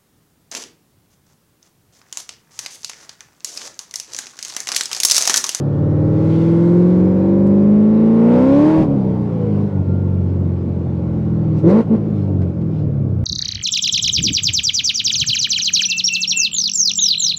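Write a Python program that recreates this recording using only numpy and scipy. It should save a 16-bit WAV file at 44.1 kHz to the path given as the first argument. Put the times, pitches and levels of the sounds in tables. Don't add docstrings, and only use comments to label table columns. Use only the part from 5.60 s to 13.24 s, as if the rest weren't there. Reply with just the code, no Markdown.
import sys
import numpy as np
from scipy import signal
from scipy.io import wavfile
from scipy.ndimage import uniform_filter1d

SR = 44100
rng = np.random.default_rng(int(sys.argv[2]) if len(sys.argv) > 2 else 0)


def voltage_ratio(decibels):
    exponent = np.asarray(decibels, float) / 20
    return 10 ** exponent


def digitize_waveform(pressure):
    field = np.atleast_2d(pressure).T
    bounded = np.clip(field, -1, 1)
    quanta = np.round(bounded * 32767).astype(np.int16)
    wavfile.write(sys.argv[1], SR, quanta)


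N = 336968
TIME = np.arange(N) / SR


def evened(x):
    return x / np.sqrt(np.mean(x ** 2) + 1e-20)


def smooth(x, first, second):
    return uniform_filter1d(uniform_filter1d(x, size=first), size=second)


def read(points, hz):
    f, value = np.transpose(points)
    return np.interp(np.log(hz + 1), np.log(f + 1), value)


def curves(rows, t=TIME):
    s, *columns = np.transpose(rows)
    return [np.interp(t, s, c) for c in columns]


def held(t, start, end, rise, fall):
    return np.clip(np.minimum((t - start) / rise, 1 - (t - end) / fall), 0, 1)


def bumps(rows, t=TIME):
    return sum(db * np.exp(-((t - s) / np.where(t < s, rise, fall)) ** 2) for s, db, rise, fall in rows)


def noise(spectrum, patchy_db):
    frames, hz = N // 512 + 8, np.fft.rfftfreq(2048, 1 / SR)
    real, imag, patches = rng.standard_normal((frames, 1025, 3)).T
    patches = uniform_filter1d(patches, size=12, axis=0)
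    patches = evened(uniform_filter1d(patches, size=6, axis=1))
    level_db = read(spectrum, hz)[:, None] + patchy_db * patches
    z = (real + 1j * imag) * voltage_ratio(level_db)
    return evened(signal.istft(z, nperseg=2048, noverlap=1536)[1][:N])


# time in seconds, speed in rpm.
SPEED = [(0, 2102), (1.0, 2540), (2.0, 3038), (2.65, 3445), (2.78, 3698), (3.11, 4730), (3.22, 4780),
         (3.29, 4220), (3.4, 3950), (3.97, 3014), (4.3, 2830), (5.4, 2618), (5.8, 2455), (6.0, 2311),
         (6.06, 2450), (6.18, 3415), (6.4, 3260), (7.64, 1765)]
LURCH_S, LURCH_RPM, LURCH_HZ, LURCH_DECAY_S = 3.99, 90.3, 2.75, .4


def speed(t=TIME):
    since = np.maximum(t - LURCH_S, 0)
    swing = np.exp(-since / LURCH_DECAY_S) * np.sin(2 * np.pi * LURCH_HZ * since)
    return curves(SPEED, t)[0] + LURCH_RPM * swing


def cycles():
    return np.cumsum(speed()) / 120 / SR


# down in seconds, up in seconds, travel in seconds.
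PEDAL = [
    (-1, 3.21, .035),
    (6.028, 6.208, .012),
    (6.295, 6.352, .014),
]
# down in seconds, up in seconds, travel in seconds, opening 0-1.
TOUCHES = [
    (3.879, 4.074, 0.054, 0.14),
    (5.7, 5.965, 0.063, 0.04),
    (6.954, 7.2, 0.056, 0.1),
]


def pedal(t=TIME):
    light = sum(np.clip(share, 0, 1) * held(t, down, up, travel, travel)
                for down, up, travel, share in TOUCHES)
    full = sum(held(t, down, up, travel, travel) for down, up, travel in PEDAL)
    return np.minimum(light + full, 1)


# time in seconds, gas flow in dB re full load, exhaust level in dB.
LOAD = [(0, -18, -34.5), (.5, -14.5, -30), (1.05, -10.5, -30.5), (1.4, -12.5, -27.5), (1.9, -14, -27),
        (2.3, -12, -29.5), (2.58, -8.5, -27.5), (2.77, -1, -24.5), (2.93, -2, -26.5), (3.08, 1.5, -26),
        (3.23, -0.5, -27), (3.27, -15, -28), (4.02, -15, -30), (4.2, -19, -31), (5.2, -19, -35),
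        (5.9, -17, -30.5), (6.6, -19.5, -32), (7.64, -24, -37)]
# extra gas flow in dB, extra exhaust in dB.
BLIPS = [
    (14.5, 4.5),
    (8.5, 3),
]
BLIP_RISE_S, BLIP_FALL_S = 0.073, 0.041
BARK_S = .012


def load(t=TIME):
    flow_db, level_db = curves(LOAD, t)
    presses = list(zip(PEDAL[1:], BLIPS))
    blip_db = sum(db * held(t, a, b, BLIP_RISE_S, BLIP_FALL_S) for (a, b, _), (db, _) in presses)
    bark_db = sum(db * held(t, a, b, BARK_S, BARK_S) for (a, b, _), (_, db) in presses)
    return flow_db + blip_db, level_db + bark_db, blip_db


# time in seconds, depth in dB, width in seconds.
STUMBLES = [
    (3.27, 3.5, 0.018),
    (4.105, 11, 0.022),
    (4.25, 10, 0.02),
    (6.008, 8, 0.018),
    (6.245, 9, 0.018),
    (6.935, 7, 0.02),
]


def lost(t=TIME):
    return sum(db * np.exp(-((t - s) / width) ** 2) for s, db, width in STUMBLES)


# frequency in Hz, density in dB per Hz.
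ROAD = [(20, -21), (40, -14.5), (65, -20.5), (90, -6), (200, -3), (350, -9), (600, -17.5), (900, -39),
        (1500, -41), (3500, -110)]
# time in seconds, swell in dB, rise in seconds, fall in seconds.
SHAKES = [
    (1, -6.5, 0.34, 0.65),
    (2.65, 0, 0.39, .2),
    (3.24, 9.5, 0.11, 0.16),
    (4, -1, 0.32, .4),
    (6.3, 2.5, .1, 0.44),
]
ROAR_DB = -27


def road():
    return voltage_ratio(ROAR_DB + bumps(SHAKES)) * noise(ROAD, patchy_db=2.5)


# time in seconds, peak in dB, length in seconds, dull above in Hz.
TICKS = [(0.185, -37.5, 0.026, 3000), (1.865, -45, 0.084, 8000), (2.018, -44, 0.053, 5000),
         (5.98, -44, .12, 2937), (6.815, -32, 0.077, 2501), (7.012, -39, 0.063, 2986),
         (7.265, -60, 0.048, 9000), (7.445, -61, 0.041, 8026)]


def ticks():
    out, t = np.zeros(N), np.arange(4000) / SR
    for s, db, t60_s, dull_hz in TICKS:
        level = voltage_ratio(db - 60 * t / max(t60_s, .005)) * np.minimum(t / 0.006, 1)
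        crack = rng.standard_normal(len(t)) * level
        dull = signal.butter(2, dull_hz, fs=SR, output="sos")
        part = out[round(s * SR):][:len(t)]
        part += signal.sosfilt(dull, crack)[:len(part)]
    band = signal.butter(5, [1300, 10800], "band", fs=SR, output="sos")
    return signal.sosfilt(band, out)


# time in seconds, level in dB, frequency in Hz, t60 in seconds.
THUDS = [
    (3.22, -14.5, 94.9, 0.23),
    (4.125, -15, 97, 0.17),
    (4.272, -17, 91.86, 0.21),
    (6.248, -14, 97, 0.22),
]


def thuds():
    out, t = np.zeros(N), np.arange(SR // 2) / SR
    for s, db, hz, t60_s in THUDS:
        boom = voltage_ratio(db - 60 * t / t60_s) * np.sin(2 * np.pi * hz * t)
        out[round(s * SR):][:len(t)] += boom * (1 - np.exp(-t / 0.032))
    return out


# start in seconds, end in seconds, level in dB, fade in seconds.
WHINE = (3.97, 4.65, -60, .08)
# time in seconds, swell in dB, rise in seconds, fall in seconds.
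WHINE_SWELLS = [
    (4.18, 6, .05, .05),
    (4.32, 9, .04, .16),
]
TEETH_PER_CYCLE = 59.3


def gears():
    start, end, db, fade = WHINE
    level = held(TIME, start - fade, end, fade, fade) ** 2 * voltage_ratio(db + bumps(WHINE_SWELLS))
    return level * np.sqrt(2) * np.cos(2 * np.pi * TEETH_PER_CYCLE * cycles())


def firing_puffs(firings):
    cylinder = voltage_ratio(2.0 * rng.standard_normal(8))[firings.astype(int) % 8]
    return smooth(0.87 + cylinder * np.exp(-(firings % 1) / 0.47), 50, 40)


def repeated_burns(firings):
    multiple = np.arange(513)
    heights = voltage_ratio(4 * rng.standard_normal(513) + 4 * (multiple % 4 == 0))
    heights = heights * (multiple > 40) * (multiple < 110)
    shape = np.fft.irfft(heights * np.exp(2j * np.pi * rng.random(513)))
    slip = .025 * evened(smooth(rng.standard_normal(N), 3000, 3000))
    place = (firings + slip) % 8 * 128
    return evened(np.interp(place, np.arange(1025), np.append(shape, shape[0])))


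# frequency in Hz, density in dB per Hz.
RASP = [(400, -37), (640, -1), (730, -2.5), (800, 0), (890, -3), (1000, -7), (1120, -4), (1210, -13.5),
        (1350, -10.5), (1600, -18), (2100, -21), (2500, -27), (3200, -35), (5000, -68)]
RASP_DB = -29.58


def rasp(firings, puffs, flow_db):
    hz, throttle = np.fft.rfftfreq(N, 1 / SR), pedal()
    tones = np.fft.irfft(np.fft.rfft(repeated_burns(firings)) * voltage_ratio(read(RASP, hz)), N)
    puffed = evened(noise(RASP, patchy_db=2.0) * puffs)
    return voltage_ratio(RASP_DB + flow_db) * ((1.3 - .65 * throttle) * puffed + (1 + 3.3 * throttle) * tones)


# frequency in Hz, density in dB per Hz.
HISS = [(1200, -31), (2200, 0), (3000, -5), (4000, -7.5), (5000, -11), (6500, -22), (9000, -60)]
# frequency in Hz, density in dB per Hz.
AIR = [(3500, -26), (5500, -1), (6500, -2), (8000, -6), (9500, -9), (10500, -12), (11300, -18),
       (12000, -29), (13500, -45), (15000, -90)]
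# time in seconds, swell in dB, rise in seconds, fall in seconds.
GULPS = [
    (.76, 8, .2, 0.21),
    (1.25, 2.5, 0.27, 0.3),
    (2.97, 1.5, 0.11, 0.081),
    (4.0, 2, .06, .04),
    (5.99, 8, .03, .025),
    (6.1, 5.5, 0.047, 0.026),
    (6.6, 3.5, .08, .08),
    (7.18, 7.5, .07, .06),
]
# time in seconds, swell in dB, rise in seconds, fall in seconds.
BYPASS = [
    (1.1, 2.5, 0.2, .3),
    (3.0, 1.5, .2, 0.15),
    (7.19, -5, .06, 0.068),
]
HISS_DB, AIR_DB = -46, -59.5
HISS_SHARE, AIR_SHARE = 0.84, 0.74


def intake(puffs, flow_db):
    gulp_db = bumps(GULPS)
    hiss_db = HISS_DB + HISS_SHARE * flow_db + gulp_db
    air_db = AIR_DB + AIR_SHARE * flow_db + gulp_db + bumps(BYPASS)
    hiss = evened(noise(HISS, patchy_db=-1.7) * (1.5 + puffs))
    return voltage_ratio(hiss_db) * hiss + voltage_ratio(air_db) * noise(AIR, patchy_db=.7)


def gas():
    firings, flow_db = 8 * cycles(), load()[0]
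    puffs = firing_puffs(firings)
    return rasp(firings, puffs, flow_db) + intake(puffs, flow_db)


# multiple of the cycle rate, coasting in dB, pulling in dB.
ORDERS = [(2, -10, 6.5), (3, -5.5, -18), (4, 2.5, -7.5), (5, 4.5, -3), (6, 5.5, 2.5), (7, 6, 0.5),
          (8, 6.5, 13.5), (9, 2.1, 1), (10, 3.5, -1), (11, -6.5, 5), (12, 5, 0.6), (13, -7.5, -1.9),
          (14, 3, 7), (15, 4, 0.7), (16, 3, 11), (17, 2.5, -9), (18, 4.5, 3.5), (19, 2.5, -1.5),
          (20, -3, 3.2), (21, 4.5, -0.8), (22, 0, 6.5), (23, -1, -1), (24, -5.5, 7), (25, -10.5, 1),
          (26, 2, -16.5), (27, -1.5, 2.5), (28, -4.5, 4.5), (29, -0.5, -1), (30, -2.5, 4), (31, -8, 3),
          (32, -14.5, 4.5), (33, -18.5, 7), (34, -6, -1.5), (35, -22, 3.5), (36, -13, -14.5),
          (37, -10.5, 0.5), (38, 1, 5), (39, -11, -11), (40, -13, 0.5)]
# frequency in Hz, even coasting, even pulling, odd coasting, odd pulling, all in dB.
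CABIN = [(52, -7.5, -24, -27.5, -4), (81, -2, -32, -6, -24.5), (91.86, 14, 11.5, 7.5, 15.5),
         (116.3, 1.5, 6.5, -2, 3.5), (137.6, 4.5, -3, -0.5, -11.5), (177, 1, 6, -3.5, -2.5),
         (210.5, 6, 3.5, -1, -4.5), (247.8, -16.5, -16.5, -18.5, -3.5), (301.2, -0.5, -1.1, -5.5, -1),
         (336.5, -11, 2.5, -5.5, -5.5), (369, -14.5, -4.5, -12, -5), (432, -6.5, -10, -13.5, -4),
         (558.5, -9, -8, -17, -9.5), (681, -24.5, -25, -22, -31.5)]
# frequency in Hz, gain in dB.
MUFFLER = [(700, -1.5), (740, 2.5), (810, -2), (900, 3.5), (1000, 1), (1110, 0.5), (1220, -17.5),
           (1700, -11.5)]
# speed in rpm, firing pulling, octave pulling, firing coasting,
# octave coasting, all in dB.
PIPES = [(1960, 7.5, -4.5, 7.5, -9), (2360, -1.5, 0, 4.5, 6), (2630, 0.5, 4, 1, 6.5),
         (2845, -5.5, -7, -1.5, 5.5), (3333, 8.5, 4, -3, -4.5), (3800, 16, 4, 6, -10),
         (4170, 11, 7.5, 11.5, 4), (4750, 1, 9, -1.5, -2)]
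# from in seconds, to in seconds, unevenness in dB.
FREE = [
    (3.1, 4.3, 2.5),
    (5.9, 8, 1.5),
]
STEADY_DB, SETTLE_S, STRAIN_DB = 1.5, .2, 1.5
BITE_DB, BITE_SHARE, BITE_BLIP = 6.5, 0.5, 0.12
SHUDDER_DB, SHUDDER_RPM, SHUDDER_SPAN_RPM = 10.5, 3790, 500
BLIP_OVERTONES, BLIP_BETWEEN = 0.24, -0.13
PART_OPEN_DB = 4
FADING_DB, UPPER_STUMBLE = 3.5, .3


def exhaust():
    t, fine = TIME[::64], TIME[::8]
    rpm, throttle, (flow_db, level_db, blip_db) = speed(t), pedal(t), load(t)
    coasting = 1 - throttle
    pipes_db = curves(PIPES, rpm)
    firing_db, octave_db = throttle * pipes_db[:2] + coasting * pipes_db[2:]
    firing_db += PART_OPEN_DB * 4 * throttle * coasting
    free_db = sum(db * held(t, a, b, SETTLE_S, SETTLE_S) for a, b, db in FREE)
    uneven_db = STEADY_DB + free_db * coasting + STRAIN_DB * voltage_ratio(flow_db) * throttle
    bite_db = BITE_DB + BITE_SHARE * flow_db + BITE_BLIP * blip_db
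    shudder_db = SHUDDER_DB * throttle * np.clip((rpm - SHUDDER_RPM) / SHUDDER_SPAN_RPM, 0, 1)
    knots_hz, *colours = np.transpose(CABIN)
    turn, out = 2 * np.pi * cycles()[::8], np.zeros(len(fine))
    for order, coast_db, pull_db in ORDERS:
        k = round(order)
        hz, odd = k * rpm / 120, k % 2
        coast, pull = (np.interp(np.log(hz), np.log(knots_hz), c) for c in colours[2 * odd:2 * odd + 2])
        db = coasting * (coast_db + coast) + throttle * (pull_db + pull)
        db += read(MUFFLER, hz) + (k > 17) * bite_db + (k < 6) * shudder_db
        db += blip_db * (BLIP_BETWEEN if k % 8 else BLIP_OVERTONES * (k > 8))
        db += level_db + 0.5 + (k == 8) * firing_db + (k == 16) * octave_db
        drift, sway = (evened(smooth(v, 40, 40)) for v in rng.standard_normal((len(t), 2)).T)
        waver = uneven_db * min(k / 14, 1.2) * (.3 if k % 8 == 0 else 1)
        db += waver * np.clip(drift, -3, 1.2)
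        fading = np.clip(evened(uniform_filter1d(sway, size=250)), -2, 1.5)
        db += FADING_DB * (k > 17) * (fading - .3) * (1 - np.minimum(voltage_ratio(flow_db), 1))
        db -= lost(t) * (1 if k < 10 else UPPER_STUMBLE)
        offset = rng.uniform(-1, 1) * (np.pi if k > 9 else .5)
        phase = np.pi / 2 * odd + offset + waver * sway / 11
        tone = np.cos(k * turn + np.interp(fine, t, phase))
        out += np.sqrt(2) * np.interp(fine, t, voltage_ratio(db)) * tone
    return signal.resample_poly(out, 8, 1, window=("kaiser", 14))[:N]


def scene():
    roar = road() * voltage_ratio(-lost() / 2)
    return (roar + ticks() + thuds() + gears() + gas() + exhaust())[None]


def roll_off(x):
    return signal.sosfilt(signal.butter(12, 13500, fs=SR, output="sos"), x)


def record(dry):
    rounded = 1.3 * np.tanh(dry / 1.3)
    return roll_off(rounded)


dry = scene()
out = record(dry)
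digitize_waveform(out)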